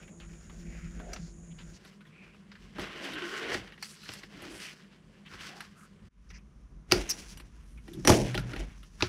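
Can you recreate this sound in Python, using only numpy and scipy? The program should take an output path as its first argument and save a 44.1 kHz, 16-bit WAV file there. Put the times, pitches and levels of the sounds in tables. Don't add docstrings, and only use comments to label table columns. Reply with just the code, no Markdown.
import sys
import numpy as np
from scipy import signal
from scipy.fft import rfft, irfft
from scipy.io import wavfile

SR = 44100
rng = np.random.default_rng(int(sys.argv[2]) if len(sys.argv) > 2 else 0)


def put_to_file(sound):
    columns = np.atleast_2d(sound).T
    safe = np.clip(columns, -1, 1)
    whole_steps = np.round(safe * 32767)
    wavfile.write(sys.argv[1], SR, whole_steps.astype(np.int16))


N = 400428
GAIN_STEP = 64


# frequency in Hz, relative level in dB.
FINGERS = [(120, -26), (200, 0.5), (327, -11), (371, -8.5), (630, -15.5), (957, -21.5), (1380, -3.5),
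           (3550, -25.5), (4100, -27.5), (5800, -23), (7760, -43), (9660, -44.5), (15500, -45)]
THREAD = [(120, -16.5), (200, -16.5), (350, -10), (550, -15.5), (900, -19), (1080, -8.5), (1220, -11),
          (1550, -9), (2050, -11.5), (2400, -15.5), (3000, -15.5), (3700, -22), (4600, -19), (6000, -24),
          (6900, -31), (7800, -30), (8700, -37), (9500, -32.5), (11000, -41.5), (15500, -45)]
HIDE_ON_PAPER = [(120, -39.5), (200, -9), (358, -6), (525, -12.5), (1130, -21), (1560, -18.5), (2850, -23),
                 (3700, -28), (5200, -25), (5800, -22.5), (6600, -27.5), (8800, -36.5), (9800, -29),
                 (10800, -42), (15500, -47)]

def rubbing(sitting, friction, body_flicker):
    hide_gain, body_gain, hiss_gain = pressure(sitting)
    rub = colour(friction, (FINGERS, THREAD, HIDE_ON_PAPER)[sitting])
    patches = [amp(1.5 * drift(14)) * band(rub, *edges) for edges in ((850, 1900), (1900, 4100))]
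    hide = hide_gain * rms_one(patches[0] - patches[1])
    body = body_gain * body_flicker * rms_one(band(rub, 180, 890))
    hiss = hiss_gain * amp(2.3 * drift(13)) * rms_one(band(rub, 4100, 15800))
    return hide + body + hiss


# start, firmest moment and end in seconds,
# then hide, bench body and surface hiss levels in dB.
RUBS = [(0.0, -0.007, 0.094, -56.5, -74, -67.5), (0.2, 0.874, 1.07, -61.5, -63, -65.5),
        (0.939, 1.12, 1.22, -54, -50.5, -69), (1.558, 1.705, 1.94, -65, -72, -68.5),
        (1.777, 1.887, 1.98, -64.5, -68, -67.5), (2.057, 2.253, 2.45, -62, -63.5, -72),
        (2.771, 2.837, 2.9, -39.5, -44, -52.5), (2.878, 3.073, 3.48, -42, -46.5, -53.5),
        (3.194, 3.54, 3.627, -37, -42.5, -48.5), (3.653, 3.686, 3.76, -57, -61, -77),
        (3.813, 3.844, 4.09, -57.5, -72, -52.5), (4.015, 4.13, 4.25, -53.5, -61.5, -51),
        (4.304, 4.454, 4.65, -49, -50.5, -55), (4.492, 4.63, 4.74, -52, -82, -50.5),
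        (4.76, 4.802, 4.84, -62, -70, -66), (2.46, 2.534, 6.3, -65, -72, -71.5),
        (5.304, 5.445, 5.66, -47.5, -57.5, -52), (5.628, 5.67, 5.9, -63, -72, -71),
        (5.993, 6.08, 6.09, -72.5, -69, -77), (6.917, 6.961, 7.05, -39.5, -35, -44),
        (7.05, 7.104, 7.33, -52, -54.5, -49.5), (7.352, 7.42, 8.2, -70, -74, -71.5),
        (7.85, 7.95, 9.1, -65.5, -72, -64), (8.08, 8.101, 8.204, -32, -20.5, -33),
        (8.213, 8.231, 8.63, -47.5, -46.5, -58), (8.498, 8.603, 8.62, -45.5, -48, -55.5),
        (8.69, 8.784, 8.7, -60, -70, -67.5), (8.999, 9.07, 9.08, -48, -62.5, -55)]
# hide, bench body and surface hiss levels in dB.
RESTING_HANDS = [(-70.5, -61.5, -79), (-74.5, -72, -82.5), (-84, -71.5, -87.5)]

def pressure(sitting):
    swell_db, ease_db = 8.5, 10.5
    grip_db_per_s, release_db_per_s = 598, 158
    t = np.arange(0, N, GAIN_STEP) / SR
    contour_db = [-swell_db - grip_db_per_s, -swell_db, 0, -ease_db, -ease_db - release_db_per_s]
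    shapes_db = [np.interp(t, [start - 1, start, firmest, end, end + 1], contour_db)
                 for start, firmest, end, *_ in RUBS]
    return add_in_power(shapes_db, [row[3:] for row in RUBS], RESTING_HANDS[sitting])


def catching_fibres(slips_per_s, spread_db, flicker_db):
    sizes = amp(spread_db * np.minimum(rng.exponential(1, N), 4)) * rng.choice([-1, 1], N)
    slips = rms_one(sizes * (rng.random(N) < slips_per_s / SR))
    return (slips + rng.standard_normal(N)) * amp(flicker_db * drift(12))


# start and end in seconds,
# first pitch, last pitch and bandwidth in Hz, level at the middle in dB.
GLIDING_BANDS = [(0.199, 0.271, 2300, 1800, 1900, -58.5), (.64, 0.918, 2093, 2325, 800, -58.5),
                 (0.983, 1.195, 620, 712, 190, -52.5), (1.135, 1.339, 5570, 5220, 2400, -62.5),
                 (1.503, 1.534, 2630, 3070, 980, -62.5), (1.579, 1.637, 2200, 2190, 3000, -56),
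                 (1.73, 1.783, 5140, 5500, 2700, -59), (2.105, 2.354, 2400, 2485, 430, -59.5),
                 (2.843, 3.591, 2937, 3120, 230, -52.5), (2.95, 3.594, 260.2, 499.6, 84, -45),
                 (3.05, 3.612, 1487, 1549, 130, -48), (3.471, 3.578, 1948, 2048, 410, -46),
                 (3.83, 3.965, 8500, 8020, 4400, -56), (3.996, 4.1, 4070, 4140, 368, -57),
                 (4.323, 4.578, 280.8, 342, 61, -51), (4.488, 4.704, 8250, 9170, 4100, -57.5),
                 (4.568, 4.732, 2300, 2670, 1230, -47.5), (4.79, 4.84, 2505, 2510, 3200, -64),
                 (4.9, 4.973, 2200, 2210, 3280, -62.5), (5.119, 5.198, 2195, 2320, 1500, -66),
                 (5.25, 5.291, 2489, 2491, 1600, -53.5), (5.481, 5.647, 679, 822, 180, -56.5),
                 (5.745, 5.882, 1355, 1364, 360, -60), (5.762, 5.87, 8070, 7800, 5300, -65),
                 (6.289, 6.322, 5500, 5540, 1100, -60), (6.328, 6.39, 5525, 5400, 1300, -59.5),
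                 (6.332, 6.382, 2200, 2160, 730, -57), (7.09, 7.125, 6290, 5040, 730, -28),
                 (7.092, 7.117, 10120, 9900, 7900, -36.5), (7.6, 7.862, 9900, 9500, 3000, -75.5),
                 (7.865, 8.028, 341, 327.5, 68, -44.5), (8.091, 8.602, 124.4, 120.6, 6.7, -38),
                 (8.53, 8.664, 1895, 2000, 800, -58)]

def gliding_bands(noise):
    out = np.zeros(N)
    for start, end, first_hz, last_hz, width_hz, db in GLIDING_BANDS:
        a, b = round(start * SR), round(end * SR)
        lowpass = signal.butter(2, width_hz / 2, fs=SR, output="sos")
        slow = signal.sosfilt(lowpass, [noise[a:b], noise[:b - a]])
        phase = 2 * np.pi * np.cumsum(np.geomspace(first_hz, last_hz, b - a)) / SR
        glide = slow[0] * np.cos(phase) + slow[1] * np.sin(phase)
        swell = np.abs(np.sin(np.linspace(0, np.pi, b - a))) ** 0.61
        out[a:b] += amp(db) * rms_one(glide) * swell
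    return out


# start in seconds, peak in dB, ring in Hz,
# then bench thump, treble and ring levels in relative dB.
CONTACTS = [(0.1998, -41.5, 2510, -5.5, -31, -8), (0.4955, -44.5, 1170, -12, -21, 2),
            (0.9983, -41, 1440, -3, -34, 8), (1.134, -29.5, 6200, -17, -46, -3.5),
            (1.1604, -35.5, 1330, -11, -34, -12), (1.5853, -45, 2340, -7, -22, -13),
            (1.848, -41.5, 1500, -10, -14, -13), (2.0057, -47.5, 1500, -22, -26, -4),
            (2.0506, -50.5, 1820, -12, -33, 0), (2.3445, -49, 2460, -9, -27, -4),
            (2.5155, -40, 1650, -33, -42, -14), (2.5528, -43, 1630, -24, -40, 0),
            (2.783, -33.5, 1470, 5.5, -31, 4), (2.7942, -30, 2060, -7, -21, 1.5),
            (3.044, -39, 3000, -20, -13, 1), (3.134, -37, 3600, -20, -9, 3),
            (3.5447, -21, 1820, -5, -45, 3), (3.6726, -42.5, 1890, -21, -30, -3),
            (3.7204, -41, 1860, -10, -32, 0), (3.7754, -44.5, 1760, -9, -27, -3),
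            (3.825, -27, 4500, -40, -40, 0), (4.0328, -44, 4120, -16, -10, -3),
            (4.0886, -29, 2600, -7.5, -35, -5), (4.134, -36, 3780, -27, -4.5, -31),
            (4.2325, -35.5, 1830, -9, -31, -1), (4.4187, -42, 2880, 3, -3, 10),
            (5.26, -48, 2690, -8, -37, 5), (5.3354, -38, 1530, -5.5, -24, -16),
            (5.4069, -36, 1730, -23, -23, -9), (5.6045, -30, 1720, -26, -12.5, -0.5),
            (6.3024, -44, 1960, -17, -36, 1), (6.338, -56, 2100, -10, -34, -2),
            (6.379, -53, 2240, -34, -27, -4), (6.9141, -16.5, 2400, -7.5, -26, 3),
            (6.9198, -5.5, 4660, -8.5, -40, 2), (7.3726, -43, 2830, -15, -2, 0),
            (7.3978, -40, 1400, -6, -10, -15), (7.7744, -50.5, 2200, -10.5, -29, 8),
            (7.878, -44, 1970, 2.5, -9, -9), (7.9334, -44.5, 3490, -12.5, -3.5, 18),
            (8.0486, -22.5, 1900, 1, -10, -4), (8.0729, -4.5, 5450, -6.5, -14, 0.5),
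            (8.0786, -11, 2200, -4, -6, -11), (8.0929, -15, 5900, 12, -9, 10),
            (8.0998, -9, 1170, -4, -7, 6), (8.3435, -25, 1900, -1.5, -16, 4),
            (8.3486, -25, 3120, -3, -39, 6), (8.3758, -20, 1450, -7.5, -18, -5),
            (8.392, -36.5, 1550, -16, -8, -6), (8.533, -31.5, 1400, -1, -22, 0),
            (8.5614, -30.5, 1890, -5, -22, 0), (8.8293, -46, 2741, -16, -11.5, -1),
            (9.006, -25.5, 1380, -21, -41.5, 0), (9.023, -8.5, 2620, -7.5, -48, -25),
            (9.045, -39, 1430, -27, -22, 7)]
# frequency in Hz, relative level in dB.
CRACK = [(300, -42), (700, -9.5), (1340, 2.5), (2700, 1), (3500, -1), (4700, 0), (5700, -2.5), (7500, -17),
         (10000, -37)]
# pitch in Hz, gain in dB, time to fall 60 dB in seconds.
BENCH_MODES = [(84, -9.5, 0.16), (117, -9, 0.23), (190.2, -11.5, 0.26), (251.4, -6.5, 0.082),
               (301, 3.5, 0.042), (361, -3.5, 0.14), (418.4, -4.5, 0.068), (517, -5.5, 0.067),
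               (620, -5.5, 0.075), (783, -6, 0.06), (829, -4, 0.058), (1014, -5.5, 0.021)]

def tool_contacts():
    size = 4096
    t = np.arange(size) / SR
    out, thumps = np.zeros(N + size), np.zeros((len(BENCH_MODES), N))
    signs = (-1) ** np.arange(len(BENCH_MODES))
    for start, db, ring_hz, thump_db, treble_db, ring_db in CONTACTS + faint_ticks(count=40):
        rattle_t60 = 0.032 * np.exp(-0.05 * (db + 27.5))
        decay = amp(-60 * t / rattle_t60) + amp(-18.5 - 60 * t / 0.17)
        rattle = rng.standard_normal(size) * np.minimum(t / 0.0022, 1) * decay
        rattle[70] += 3.5
        top_hz = np.clip(9000 * amp(0.32 * (db + 25)), 1500, 16000)
        crack = peak_one(band(colour(rattle, CRACK), 200, top_hz))
        ring = amp(ring_db) * peak_one(resonate(rattle, ring_hz, ring_hz / 8))
        treble = amp(treble_db) * peak_one(band(rattle, 7000, 12000))
        at = round(start * SR)
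        out[at:at + size] += amp(db) * (peak_one(crack + ring) + treble)
        scatter_db = rng.normal(0, 3, len(BENCH_MODES))
        thumps[:, at + 60] += signs * amp(db + thump_db + scatter_db - 8)
    return out[:N] + sum(ring_mode(clicks, *mode) for mode, clicks in zip(BENCH_MODES, thumps))


def faint_ticks(count):
    rows = []
    for k, (when, softness, pitch) in enumerate(rng.random((count, 3))):
        start, _, end, hide_db = RUBS[k % len(RUBS)][:4]
        time = min(start + when * (end - start), 9.0)
        db = min(hide_db + 9.5, -45) - 2.5 * softness
        rows.append((time, db, 1400 * 2.5 ** pitch, -14, -24, 0))
    return rows


# start in seconds, blade strike and spring strike in dB.
CLINKS = [(1.133, -34, -39.5), (3.825, -55, -42), (6.914, -22, -38), (6.9217, -5, -30), (7.1, -29, -35),
          (7.111, -27.5, -28), (7.373, -45, -50.5), (8.0525, -45.5, -29), (8.0767, -22, -18),
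          (8.098, -21, -25), (9.0248, -30, -34)]
# pitch in Hz, gain in dB, time to fall 60 dB in seconds.
BLADE_MODES = [(2740, -4.5, 0.0077), (4780, 1, 0.0099)]
SPRING_MODES = [(5830, -4.5, 0.11), (5900, -9, 0.049), (9500, -13.5, 0.052)]

def snips():
    starts, blade_db, spring_db = np.transpose(CLINKS)
    clicks = np.zeros((2, N))
    clicks[:, (starts * SR).astype(int)] = amp([blade_db, spring_db])
    blades = sum(ring_mode(clicks[0], *mode) for mode in BLADE_MODES)
    spring = sum(ring_mode(clicks[1], *mode) for mode in SPRING_MODES)
    return blades + spring


# time in seconds, rumble and hum peaks in dB.
LOW_SWELLS = [(0.06, -52, -63), (0.25, -39, -63), (0.48, -38.5, -62), (0.68, -41, -43), (0.86, -35, -44.5),
              (0.97, -42, -45), (1.2, -56, -43), (1.52, -58, -49), (1.69, -46, -53), (2.12, -64, -56),
              (2.65, -57, -52.5), (2.8, -57, -44), (3.13, -59, -50), (3.56, -42.5, -58), (4.17, -66, -60),
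              (4.37, -56, -51), (4.55, -57, -56), (5.06, -62, -74), (5.36, -51, -80), (5.69, -59, -73),
              (5.92, -58, -70), (6.04, -52, -63), (6.31, -45, -62.5), (6.57, -50, -62), (6.73, -46, -59),
              (6.98, -31, -44), (7.21, -45, -56), (7.36, -48, -52.5), (7.61, -53, -73), (7.76, -49.5, -53),
              (7.99, -47, -41.5), (8.12, -32, -31.5), (8.23, -34, -32.5), (8.39, -33, -34.5),
              (8.6, -36.5, -43), (8.8, -54, -56), (9.03, -39, -48)]
STEADY_LOW_END = [(-49.5, -52), (-69, -58), (-54.5, -61)]

def low_swells(sitting, rise_db_per_s=200.5, fall_db_per_s=151.5):
    swells = np.array(LOW_SWELLS)
    since_peak = np.arange(0, N, GAIN_STEP) / SR - swells[:, :1]
    shapes_db = np.minimum(rise_db_per_s * since_peak, -fall_db_per_s * since_peak)
    return add_in_power(shapes_db, swells[:, 1:], STEADY_LOW_END[sitting])


# centre and width in Hz, relative dB.
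RUMBLE_NEAR = [(45.8, 15.7, 10.5), (76.5, 30, -19.5)]
RUMBLE_FAR = [(46, 6.4, -6.5), (78, 67, -7.5)]
HUM_FIRST = [(168.1, 17, -2), (95, 33, -14.5), (213, 28, -13)]
HUM_SECOND = [(198.3, 20, 0), (155.2, 25, -4), (99, 73, -16.5)]
HUM_THIRD = [(125, 62, 3.5), (193.5, 53, 2.5), (150.8, 26, 1.5)]
# centre and width in Hz, level in dB.
HISS_FIRST = [(340.5, 5.2, -64), (6850, 630, -64.5), (9360, 530, -75.5)]
HISS_SECOND = [(363, 166, -70), (7100, 2500, -83.5), (9300, 400, -89.5)]
HISS_THIRD = [(294, 47, -80.5), (5760, 1500, -83), (9380, 600, -89.5)]
# frequency in Hz, relative level in dB.
AIR = [(120, -25), (200, -5), (268, -18.5), (298, -22.5), (479, -45.5), (653, -29.5), (702, -46),
       (890, -36), (1010, -22.5), (15500, -60)]

def room_tones():
    air = amp(-66.5) * rms_one(colour(rng.standard_normal(N), AIR))
    near, far = (rms_one(resonant_noise(modes)) for modes in (RUMBLE_NEAR, RUMBLE_FAR))
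    waver = amp(2.5 * drift(1.6))
    rooms = (near, HUM_FIRST, HISS_FIRST), (far, HUM_SECOND, HISS_SECOND), (near, HUM_THIRD, HISS_THIRD)
    for sitting, (rumble, hum_modes, hiss_modes) in enumerate(rooms):
        rumble_gain, hum_gain = low_swells(sitting)
        hum = hum_gain * rms_one(resonant_noise(hum_modes))
        yield waver * rumble_gain * rumble + hum + resonant_noise(hiss_modes) + air


def resonant_noise(modes):
    return sum(amp(db) * rms_one(resonate(resonate(rng.standard_normal(N), hz, width), hz, 2 * width))
               for hz, width, db in modes)


def amp(db):
    return 10 ** (np.asarray(db) / 20)


def rms_one(x):
    return x / np.sqrt(np.mean(x ** 2) + 1e-20)


def peak_one(x):
    return x / abs(x).max()


def band(x, low_hz, high_hz):
    return signal.sosfilt(signal.butter(3, [low_hz, high_hz], "band", fs=SR, output="sos"), x)


def colour(x, spectrum):
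    hz, db = np.transpose(spectrum)
    grid_hz = np.arange(1, 2050) * SR / 4096
    cepstrum = irfft(np.interp(np.log(grid_hz), np.log(hz), db) * np.log(10) / 20)
    cepstrum[1:2048] *= 2
    cepstrum[2049:] = 0
    return signal.fftconvolve(x, irfft(np.exp(rfft(cepstrum))))[:len(x)]


def resonate(x, hz, width_hz):
    r, w = np.exp(-np.pi * width_hz / SR), 2 * np.pi * hz / SR
    gain = (1 - r * r) / 2
    return signal.lfilter([gain, 0, -gain], [1, -2 * r * np.cos(w), r * r], x)


def ring_mode(clicks, hz, db, t60):
    r, w = amp(-60 / (t60 * SR)), 2 * np.pi * hz / SR
    return amp(db) * signal.lfilter([0, np.sin(w)], [1, -2 * r * np.cos(w), r * r], clicks + 1e-18)


def drift(rate_hz):
    r = np.exp(-2 * np.pi * rate_hz / SR)
    return rms_one(signal.lfilter([1], [1, -2 * r, r * r], rng.standard_normal(N + SR))[SR:])


def add_in_power(shapes_db, levels_db, steady_db):
    power = amp(np.transpose(levels_db)) ** 2 @ amp(shapes_db) ** 2 + amp(steady_db)[:, None] ** 2
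    return [np.interp(np.arange(N), np.arange(0, N, GAIN_STEP), np.sqrt(p)) for p in power]


SITTINGS = [(0, 1.76), (1.76, 6.083), (6.09, 9.08)]
FADE_IN_S = [0.00052, 0.003, 0.19]

def scene():
    t = np.arange(N) / SR
    rooms = list(room_tones())
    friction = catching_fibres(slips_per_s=2000, spread_db=3.8, flicker_db=1.2)
    body_flicker = amp(2.2 * drift(5.1))
    mono = gliding_bands(friction) + tool_contacts() + snips()
    for sitting, (start, end) in enumerate(SITTINGS):
        fade_in = np.clip((t - start) / FADE_IN_S[sitting], 0, 1)
        fade_out = np.clip((end - t) / 0.004 + 1, 0, 1)
        mono += fade_in * fade_out * (rubbing(sitting, friction, body_flicker) + rooms[sitting])
    return np.array([mono, mono])


def record(dry):
    capsule_bass_loss = signal.butter(2, 30, "high", fs=SR, output="sos")
    dry = signal.sosfilt(capsule_bass_loss, dry)
    flicker = drift(300)
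    highest = signal.sosfiltfilt(signal.butter(4, 11500, "high", fs=SR, output="sos"), dry[0])
    side = highest * (0.35 + 0.6 * flicker) + amp(-36) * flicker * band(dry[0], 800, 12000)
    top_cut = signal.cheby2(14, 70, 16600, fs=SR, output="sos")
    return signal.sosfilt(top_cut, dry + side * [[-1], [1]])


dry = scene()
out = record(dry)
put_to_file(out)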